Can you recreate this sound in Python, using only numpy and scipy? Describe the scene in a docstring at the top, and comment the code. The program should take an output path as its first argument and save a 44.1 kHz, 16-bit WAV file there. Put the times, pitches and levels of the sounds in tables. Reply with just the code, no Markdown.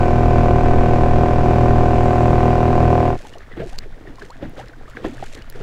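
"""On a lake, in a small boat. An electric trolling motor's shaft shakes the hull 40 times a second,
with a thin armature whine on top. Switched off, it stops at once. Small waves then slap the hull,
each with a gulp of trapped air, a slosh and a thud; bubbles plop, a sleeve rustles and a fishing
reel ticks. Light wind rumbles on the microphone."""
import sys
import numpy as np
from scipy.fft import rfft, irfft, next_fast_len
from scipy.io import wavfile
from scipy.ndimage import uniform_filter1d, minimum_filter1d, map_coordinates

SR = 44100
rng = np.random.default_rng(int(sys.argv[2]) if len(sys.argv) > 2 else 0)


def unload_wav(signal):
    """Save mono or channel-first audio to the path in sys.argv[1] as 16-bit WAV at rate SR, clipped to [-1, 1]."""
    wavfile.write(
        sys.argv[1],
        SR,
        np.round(np.clip(np.atleast_2d(signal).T, -1, 1) * 32767).astype(np.int16),
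    )


N = 248061

# shaft speed: time_s, speed_hz
SHAFT_SPEED = [(0, 40.01), (.35, 39.796), (.7, 39.935), (1.25, 40.085), (1.6, 40.048), (2.1, 40.138),
               (2.7, 40.227), (3, 39.995)]
# waves on the hull: peak_s, level_db, pocket_hz, slosh_t60_s, spray_rel_db, thud_rel_db
WAVE_SLAPS = [(3.575, -19, 328, 0.047, -28.5, -17), (3.602, -15.5, 430, .17, -28.5, -17.5),
              (4.075, -29.5, 343, 0.64, -18.5, -11), (4.222, -29, 400, 0.18, -16, -12),
              (4.427, -20, 290, 0.35, -22.5, -11), (4.58, -24, 556, 0.15, -14, -28),
              (4.971, -26.5, 450, .12, -14, -24), (5.048, -13, 308, .22, -23, -24),
              (5.555, -26.5, 444, 0.31, -18, -22), (5.609, -24.5, 410, .15, -20, -13)]
# water closing over an air pocket: freq_hz, density_db
SLOSH_SPECTRUM = [(60, -2.5), (170, -0.5), (320, 3.5), (700, -3), (1100, -12), (1800, -15.5), (3200, -19),
                  (5000, -35), (10000, -46)]


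def amp(db):
    """Decibels to gain."""
    return 10 ** (np.asarray(db) / 20)


def unit(x):
    """Scale to rms 1."""
    return x / np.sqrt(np.mean(x ** 2) + 1e-20)


def along(points, hz):
    """Interpolate (freq_hz, value) points on a log axis."""
    freqs_hz, values = np.transpose(points)
    return np.interp(np.log(hz + 1e-9), np.log(freqs_hz), values)


def curve(points):
    """Interpolate (time_s, value) points per sample."""
    return np.interp(np.arange(N) / SR, *np.transpose(points))


def wobble(rate_hz):
    """Smooth random curve with knots at rate_hz."""
    knots = rng.standard_normal(int(N * rate_hz / SR) + 4)
    return map_coordinates(knots, [np.arange(N) * rate_hz / SR])


def filtered(x, response):
    """Apply a frequency response."""
    size = next_fast_len(N + SR // 2)
    return irfft(rfft(x, size) * response(np.fft.rfftfreq(size, 1 / SR)), size)[:N]


def coloured(x, spectrum):
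    """Shape x by a spectrum; rms 1."""
    return unit(filtered(x, lambda hz: amp(along(spectrum, hz))))


def noise(spectrum):
    """Shaped noise, rms 1."""
    return coloured(rng.standard_normal(N), spectrum)


def band_noise(centre_hz, width_hz):
    """Noise in one resonant band, rms 1."""
    white = rng.standard_normal(N)
    return unit(filtered(white, lambda hz: 1 / (1 + (2 * (hz - centre_hz) / width_hz) ** 2)))


def minimum_phase(gain):
    """Response with these gains that starts at once and rings out."""
    cepstrum = irfft(np.log(np.maximum(gain, 1e-6)))
    half = len(cepstrum) // 2
    cepstrum[1:half] *= 2
    cepstrum[half + 1:] = 0
    return np.exp(rfft(cepstrum))


def surge(peak_s, rise_s, t60_s):
    """Envelope: up 60 dB in rise_s, then exponential decay."""
    t = np.arange(N) / SR - peak_s
    return amp(60 * np.minimum(t / rise_s, -t / t60_s))


def add(track, start_s, sound):
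    """Mix a sound into the track."""
    start = int(np.clip(round(start_s * SR), 0, N))
    track[start:start + len(sound)] += sound[:N - start]


def wind(trim_db=1, air_db=-50):
    """Slow buffets on the microphone, weaker once the motor stops, over the lake's steady hush."""
    # wind strength: time_s, level_db
    strength = [(0, -16.5), (1.3, -17), (2.8, -22), (3.08, -26), (3.25, -41.5), (3.7, -30), (4.2, -39.5),
                (5.62, -32.5)]
    # buffets: freq_hz, density_db
    rumble_spectrum = [(3, -39.5), (8, 1.5), (14, 2), (28, -8.5), (40, -14), (60, -18), (110, -34.5),
                       (300, -60), (1000, -100)]
    # open air: freq_hz, density_db
    air_spectrum = [(40, 8.5), (85, -1.5), (190, -3), (320, -4.5), (700, -6), (1100, -9), (1800, -12),
                    (2700, -20.5), (5000, -24), (8000, -31), (15500, -36.5)]
    return amp(curve(strength) + trim_db) * noise(rumble_spectrum) + amp(air_db) * noise(air_spectrum)


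def wake(peak_s=2.1, swell_s=.35, level_db=-58):
    """Foam from the wake hisses past once."""
    swell = np.exp(-((np.arange(N) / SR - peak_s) / swell_s) ** 2)
    return amp(level_db) * swell * band_noise(centre_hz=7200, width_hz=2200)


def hull_boom(centre_hz, width_hz, level_db):
    """The hollow hull booms in a narrow band."""
    return amp(level_db) * band_noise(centre_hz, width_hz)


def bubble(hz, life_s, glide_oct_per_s):
    """An air pocket rings, gliding in pitch, until it surfaces and dies."""
    t = np.arange(int(life_s * SR) + 2) / SR
    phase = 2 * np.pi * np.cumsum(hz * 2 ** (glide_oct_per_s * t)) / SR
    onset = 1 - np.exp(-2 * hz * t)
    surfacing = np.exp(-(2 * t / life_s) ** 4)
    return np.sin(phase) * onset * amp(-60 * t / life_s) * surfacing


def bubbles(lo_hz, hi_hz, cycles, spread_db, count):
    """Small bubbles of random time, pitch and level; rms 1."""
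    track = np.zeros(N)
    for when, pitch, size, climb in rng.random((count, 4)):
        hz = lo_hz * (hi_hz / lo_hz) ** pitch
        life_s = cycles / hz
        add(track, when * N / SR, amp(spread_db * size) * bubble(hz, life_s, .5 * climb / life_s))
    return unit(track)


def trickle():
    """Fine bubbles burst over a soft fizz; rms 1."""
    # fizz: freq_hz, density_db
    spectrum = [(500, -20), (1100, -8.5), (1800, 1), (2600, -10), (3500, -10.5), (6000, -23.5),
                (12000, -37.5)]
    fine = .45 * bubbles(1000, 4500, cycles=18, spread_db=14, count=1200)
    return coloured(rng.standard_normal(N) + fine, spectrum)


def ripples(lap_db=-48.5, fizz_db=-52, swing_db=3):
    """Ripples lap at the hull and shed fine bubbles as they fall back."""
    # water's unrest: time_s, level_db
    unrest = [(3.2, -0.5), (3.7, 3), (3.95, -2.5), (4.35, -2.5), (4.85, -1), (5.25, 4), (5.62, -1)]
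    # lapping: freq_hz, density_db
    lap_spectrum = [(60, -10.5), (170, -12), (320, -9), (700, -8), (1100, -18.5), (2500, -53.5),
                    (6000, -70.5)]
    unrest_db = curve(unrest)
    churn = rng.standard_normal(N) + .5 * bubbles(188, 1085, cycles=12.3, spread_db=6, count=600)
    lap_gain = amp(lap_db + .4 * unrest_db + swing_db * wobble(20))
    fizz_gain = amp(fizz_db + 1.56 * unrest_db + swing_db * wobble(30))
    return lap_gain * coloured(churn, lap_spectrum) + fizz_gain * trickle()


def sleeve(rest_db=-68, scratch_db=5.3):
    """Cloth brushes in tiny catches with each stroke of the arm that winds the reel."""
    # arm strokes: peak_s, level_db, swell_s, fade_s
    strokes = [(3.23, -49, 0.069, 0.092), (3.7, -50, 0.055, 0.077), (4.24, -57, 0.056, 0.055),
               (4.59, -56.5, 0.024, .06), (4.9, -59, 0.023, .06), (5.07, -58, .06, 0.091),
               (5.32, -49, 0.14, .06), (5.62, -60, 0.13, .05)]
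    # cloth friction: freq_hz, density_db
    spectrum = [(800, -26.5), (2500, 4.5), (4500, -1.5), (7200, -2.5), (9000, -10), (12000, -15.5),
                (15500, -32)]
    t = np.arange(N) / SR
    rub = sum(amp(db) * np.exp(-((t - peak_s) / np.where(t < peak_s, swell_s, fade_s)) ** 2)
              for peak_s, db, swell_s, fade_s in strokes)
    return (amp(rest_db) + rub) * unit(noise(spectrum) * amp(scratch_db * wobble(350)))


def reel(crack_gain=.1014, crack_t60_s=.006, scatter_db=4.4):
    """Each tick is a short crack plus the ring of the reel's small parts."""
    # ticks: start_s, peak_db, tilt_db_per_oct
    ticks = [(3.338, -31, -27), (3.384, -31, -2), (3.783, -26, -16), (3.7873, -12.5, 1.5),
             (4.157, -35, -14), (4.1964, -34, -10), (4.2253, -33, -2), (4.305, -30, 1.5), (4.496, -38, 25),
             (4.684, -32, -17), (4.8993, -36, 15), (5.347, -30.5, -5), (5.422, -29.5, -18),
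             (5.5, -20.5, 20)]
    # ringing parts: freq_hz, level_db, t60_s
    modes = [(1814, -34, .03), (2930, -12, 0.028), (4290, 3, 0.011), (4683, 2, 0.01), (5150, -1.5, 0.014),
             (6040, -1, 0.0077), (7050, -1.5, 0.012), (11150, -15.5, 0.0066), (12300, -17, .005),
             (14800, -20.5, .004)]
    track, t = np.zeros(N), np.arange(SR // 16) / SR
    for start_s, peak_db, tilt_db_per_oct in ticks:
        tick = np.zeros(len(t))
        for hz, level_db, t60_s in modes:
            mode_db = level_db + rng.normal(0, scatter_db) + tilt_db_per_oct * np.log2(hz / 5000)
            tick += amp(mode_db - 60 * t / t60_s) * np.sin(2 * np.pi * hz * t)
        tick += crack_gain * rng.standard_normal(len(t)) * amp(-60 * t / crack_t60_s)
        add(track, start_s, amp(peak_db) * tick / np.abs(tick).max())
    return track


def plops(splash_rel_db=-15):
    """Single bubbles ring as they rise, each with a small splash."""
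    # bubbles beside the boat: start_s, pitch_hz, level_db, life_s, glide_oct_per_s
    events = [(3.204, 600, -32.5, 0.038, -4), (3.25, 886, -30.5, .058, -6), (3.354, 606, -29.5, 0.039, 18),
              (3.519, 1930, -34.5, 0.068, 5), (3.62, 640, -22.5, 0.11, 3.5), (3.727, 720, -34, .11, 11),
              (3.858, 402, -30.5, 0.048, -5), (4.01, 338, -27.5, .03, -7), (4.072, 1800, -33.5, 0.033, 8),
              (4.183, 1006, -34, .06, 9), (4.22, 1556, -27, .034, 24), (4.3, 840, -34.5, 0.15, 27),
              (4.425, 535, -22.5, 0.074, 8), (4.593, 718, -27.5, 0.11, 15), (4.735, 1490, -35, .035, 9),
              (4.878, 1150, -34, .045, 17), (4.97, 1560, -20, 0.011, 25), (5.044, 1010, -25.5, .042, 7),
              (5.049, 500, -14, 0.03, 9), (5.226, 700, -17, 0.039, 23)]
    rings, splash = np.zeros((2, N))
    for start_s, hz, db, life_s, glide_oct_per_s in events:
        add(rings, start_s, amp(db) * bubble(hz, life_s, glide_oct_per_s))
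        splash += amp(db + splash_rel_db) * surge(start_s, rise_s=.0081, t60_s=.07)
    return rings + splash * noise(SLOSH_SPECTRUM)


def thuds():
    """Each wave pushes the hollow hull, which answers with a dull thud."""
    # hull thud: freq_hz, density_db
    spectrum = [(20, -4), (45, -3), (85, -2.5), (130, -0.5), (220, -10), (500, -40), (1500, -80)]
    push = sum(amp(db + thud_rel_db) * surge(peak_s, rise_s=.03, t60_s=.35)
               for peak_s, db, *_, thud_rel_db in WAVE_SLAPS)
    return push * noise(spectrum)


def waves(slosh_rel_db=-14.5, rise_s=.062, spray_t60_s=.2):
    """Each wave traps air that rings and breaks up, while water sloshes over it and throws spray."""
    cycles, glide_oct_per_s = 21.5, 4.1
    pieces, gap_s, spread_oct = 4, .017, .39
    first_piece_db, step_db = -3, -4
    rings, slosh, spray = np.zeros((3, N))
    for peak_s, db, hz, slosh_t60_s, spray_rel_db, _ in WAVE_SLAPS:
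        add(rings, peak_s, amp(db) * bubble(hz, cycles / hz, glide_oct_per_s))
        for k, (late, pitch, climb) in enumerate(rng.uniform(-1.027, 1, (pieces, 3))):
            piece_hz = hz * 2 ** (spread_oct * pitch)
            piece = bubble(piece_hz, cycles / piece_hz, glide_oct_per_s * climb)
            start_s = peak_s + gap_s * (k + 1 + late / 2)
            add(rings, start_s, amp(db + first_piece_db + step_db * k) * piece)
        slosh += amp(db + slosh_rel_db) * surge(peak_s, rise_s, slosh_t60_s)
        spray += amp(db + spray_rel_db) * surge(peak_s, rise_s, spray_t60_s)
    return rings + slosh * noise(SLOSH_SPECTRUM) + spray * trickle()


def hull_cycle(size=2048):
    """Hull response to one shaft turn: a ringing knock, its low bending waves arriving late; rms 1."""
    # hull drone: shaft_order, level_db
    drone_partials = [(1, -5.5), (2, 0.5), (3, 2.5), (4, -7), (5, -12.5), (6, -4), (7, -11), (8, -9.5),
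                      (9, -4.5), (10, -5.5), (11, -21.5), (12, -13.5), (13, -9.5), (14, -10), (15, -10),
                      (16, -20), (17, -8), (18, -1.5), (19, -9.5), (20, -17), (21, -16), (22, -17.5),
                      (23, -24), (24, -20), (25, -15.5), (26, -13), (27, -28.5), (28, -21), (29, -22),
                      (30, -23)]
    # buzz above the drone: shaft_order, level_db
    buzz_partials = [(31, -36.5), (36, -29.5), (40, -39.5), (50, -48), (64, -35), (80, -50.5), (180, -62.5),
                     (400, -95.5)]
    # bending waves crossing the hull: freq_hz, delay_s
    delays = [(120, 0.00061), (200, 0.0049), (300, 0.0144), (400, 0.01466), (470, 0.0012), (540, 0.0028),
              (1000, 0.001676)]
    order = np.arange(size // 2 + 1)
    gain = amp(np.interp(order, *np.transpose(list(drone_partials) + list(buzz_partials))))
    shaft_hz = SHAFT_SPEED[0][1]
    lag_rad = 2 * np.pi * np.cumsum(along(delays, order * shaft_hz)) * shaft_hz
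    # high partials take many paths and spread over the whole turn
    scatter_rad = np.interp(order, [45, 90], [0, np.pi]) * rng.uniform(-1, 1, len(order))
    return unit(irfft(minimum_phase(gain) * np.exp(1j * (scatter_rad - lag_rad)) * (order > 0)))


def hull_drone(turns, level_db=-15, split_hz=280, knock_db=-.9, harden_db_per_s=.55):
    """Each turn knocks the hull: the blades' low beat throbs in eddies, the uneven knocks harden."""
    t = np.arange(N) / SR
    cycle = hull_cycle()
    drone = np.interp(turns % 1, np.arange(len(cycle)) / len(cycle), cycle, period=1)
    bass = filtered(drone, lambda hz: 1 / (1 + (hz / split_hz) ** 6))
    throb = amp(1.3 * wobble(18))
    knocks = amp(knock_db + harden_db_per_s * t + .9 * wobble(40))
    return amp(level_db) * (bass * throb + (drone - bass) * knocks)


def armature_whine(turns, start_db=2.3, fade_db_per_s=1.6, jitter_turns=.0012):
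    """The armature whines at high multiples of the shaft speed, mellowing as it runs."""
    # armature tones: shaft_order, level_db
    tones = [(38, -42), (39, -50), (44, -52), (47, -56), (57, -54), (60, -50), (67, -58), (148, -67),
             (186, -71)]
    whine = np.zeros(N)
    for order, db in tones:
        gain = amp(db + 1.5 * wobble(14))
        whine += gain * np.cos(2 * np.pi * order * (turns + jitter_turns * wobble(40)))
    return amp(start_db - fade_db_per_s * np.arange(N) / SR) * whine


def propeller_wash(turns, level_db=-22.5, fade_turns=.21):
    """Each turn stirs a burst of wash."""
    # wash and brush noise: freq_hz, density_db
    spectrum = [(8, -29.5), (28, 7.5), (60, 4.5), (110, 1), (200, -1), (380, -1), (550, -6), (740, -9.5),
                (1200, -15), (2000, -20.5), (2550, -25), (3200, -31), (7300, -42), (9000, -49),
                (15500, -60)]
    burst = 1 + np.exp(-(turns % 1) / fade_turns)
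    return coloured(burst * rng.standard_normal(N), spectrum) * amp(level_db + .33 * wobble(6.9))


def motor(gain_db=1.5, first_knock_s=.0058, off_s=3.086, fade_s=.092):
    """The shaft drives drone, whine and wash over a hull boom; all die quickly at switch-off."""
    t = np.arange(N) / SR
    drive = amp(gain_db) * np.clip(1 - (t - off_s) / fade_s, 0, 1) ** 1.02
    shaft_hz = curve(SHAFT_SPEED)
    turns = np.cumsum(shaft_hz) / SR - first_knock_s * shaft_hz[0]
    running = hull_drone(turns) + armature_whine(turns) + propeller_wash(turns)
    return drive * (running + hull_boom(centre_hz=151, width_hz=5.5, level_db=-39.5))


def scene():
    """Mono mix; everything close, in open air."""
    rocking = hull_boom(centre_hz=123.3, width_hz=21, level_db=-49)
    rocking += hull_boom(centre_hz=86, width_hz=25, level_db=-54.5)
    boat = motor() + ripples() + waves() + thuds() + plops() + rocking
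    return (boat + sleeve() + reel() + wake() + wind())[None]


def record(dry, ceiling=.9, cutoff_hz=15780):
    """Peak limiter, then a brick-wall low-pass."""
    needed = np.minimum(1, ceiling / (np.abs(dry) + 1e-9))
    gain = uniform_filter1d(minimum_filter1d(needed, size=600), size=500)
    return np.array([filtered(channel, lambda hz: hz < cutoff_hz) for channel in dry * gain])


dry = scene()
out = record(dry)
unload_wav(out)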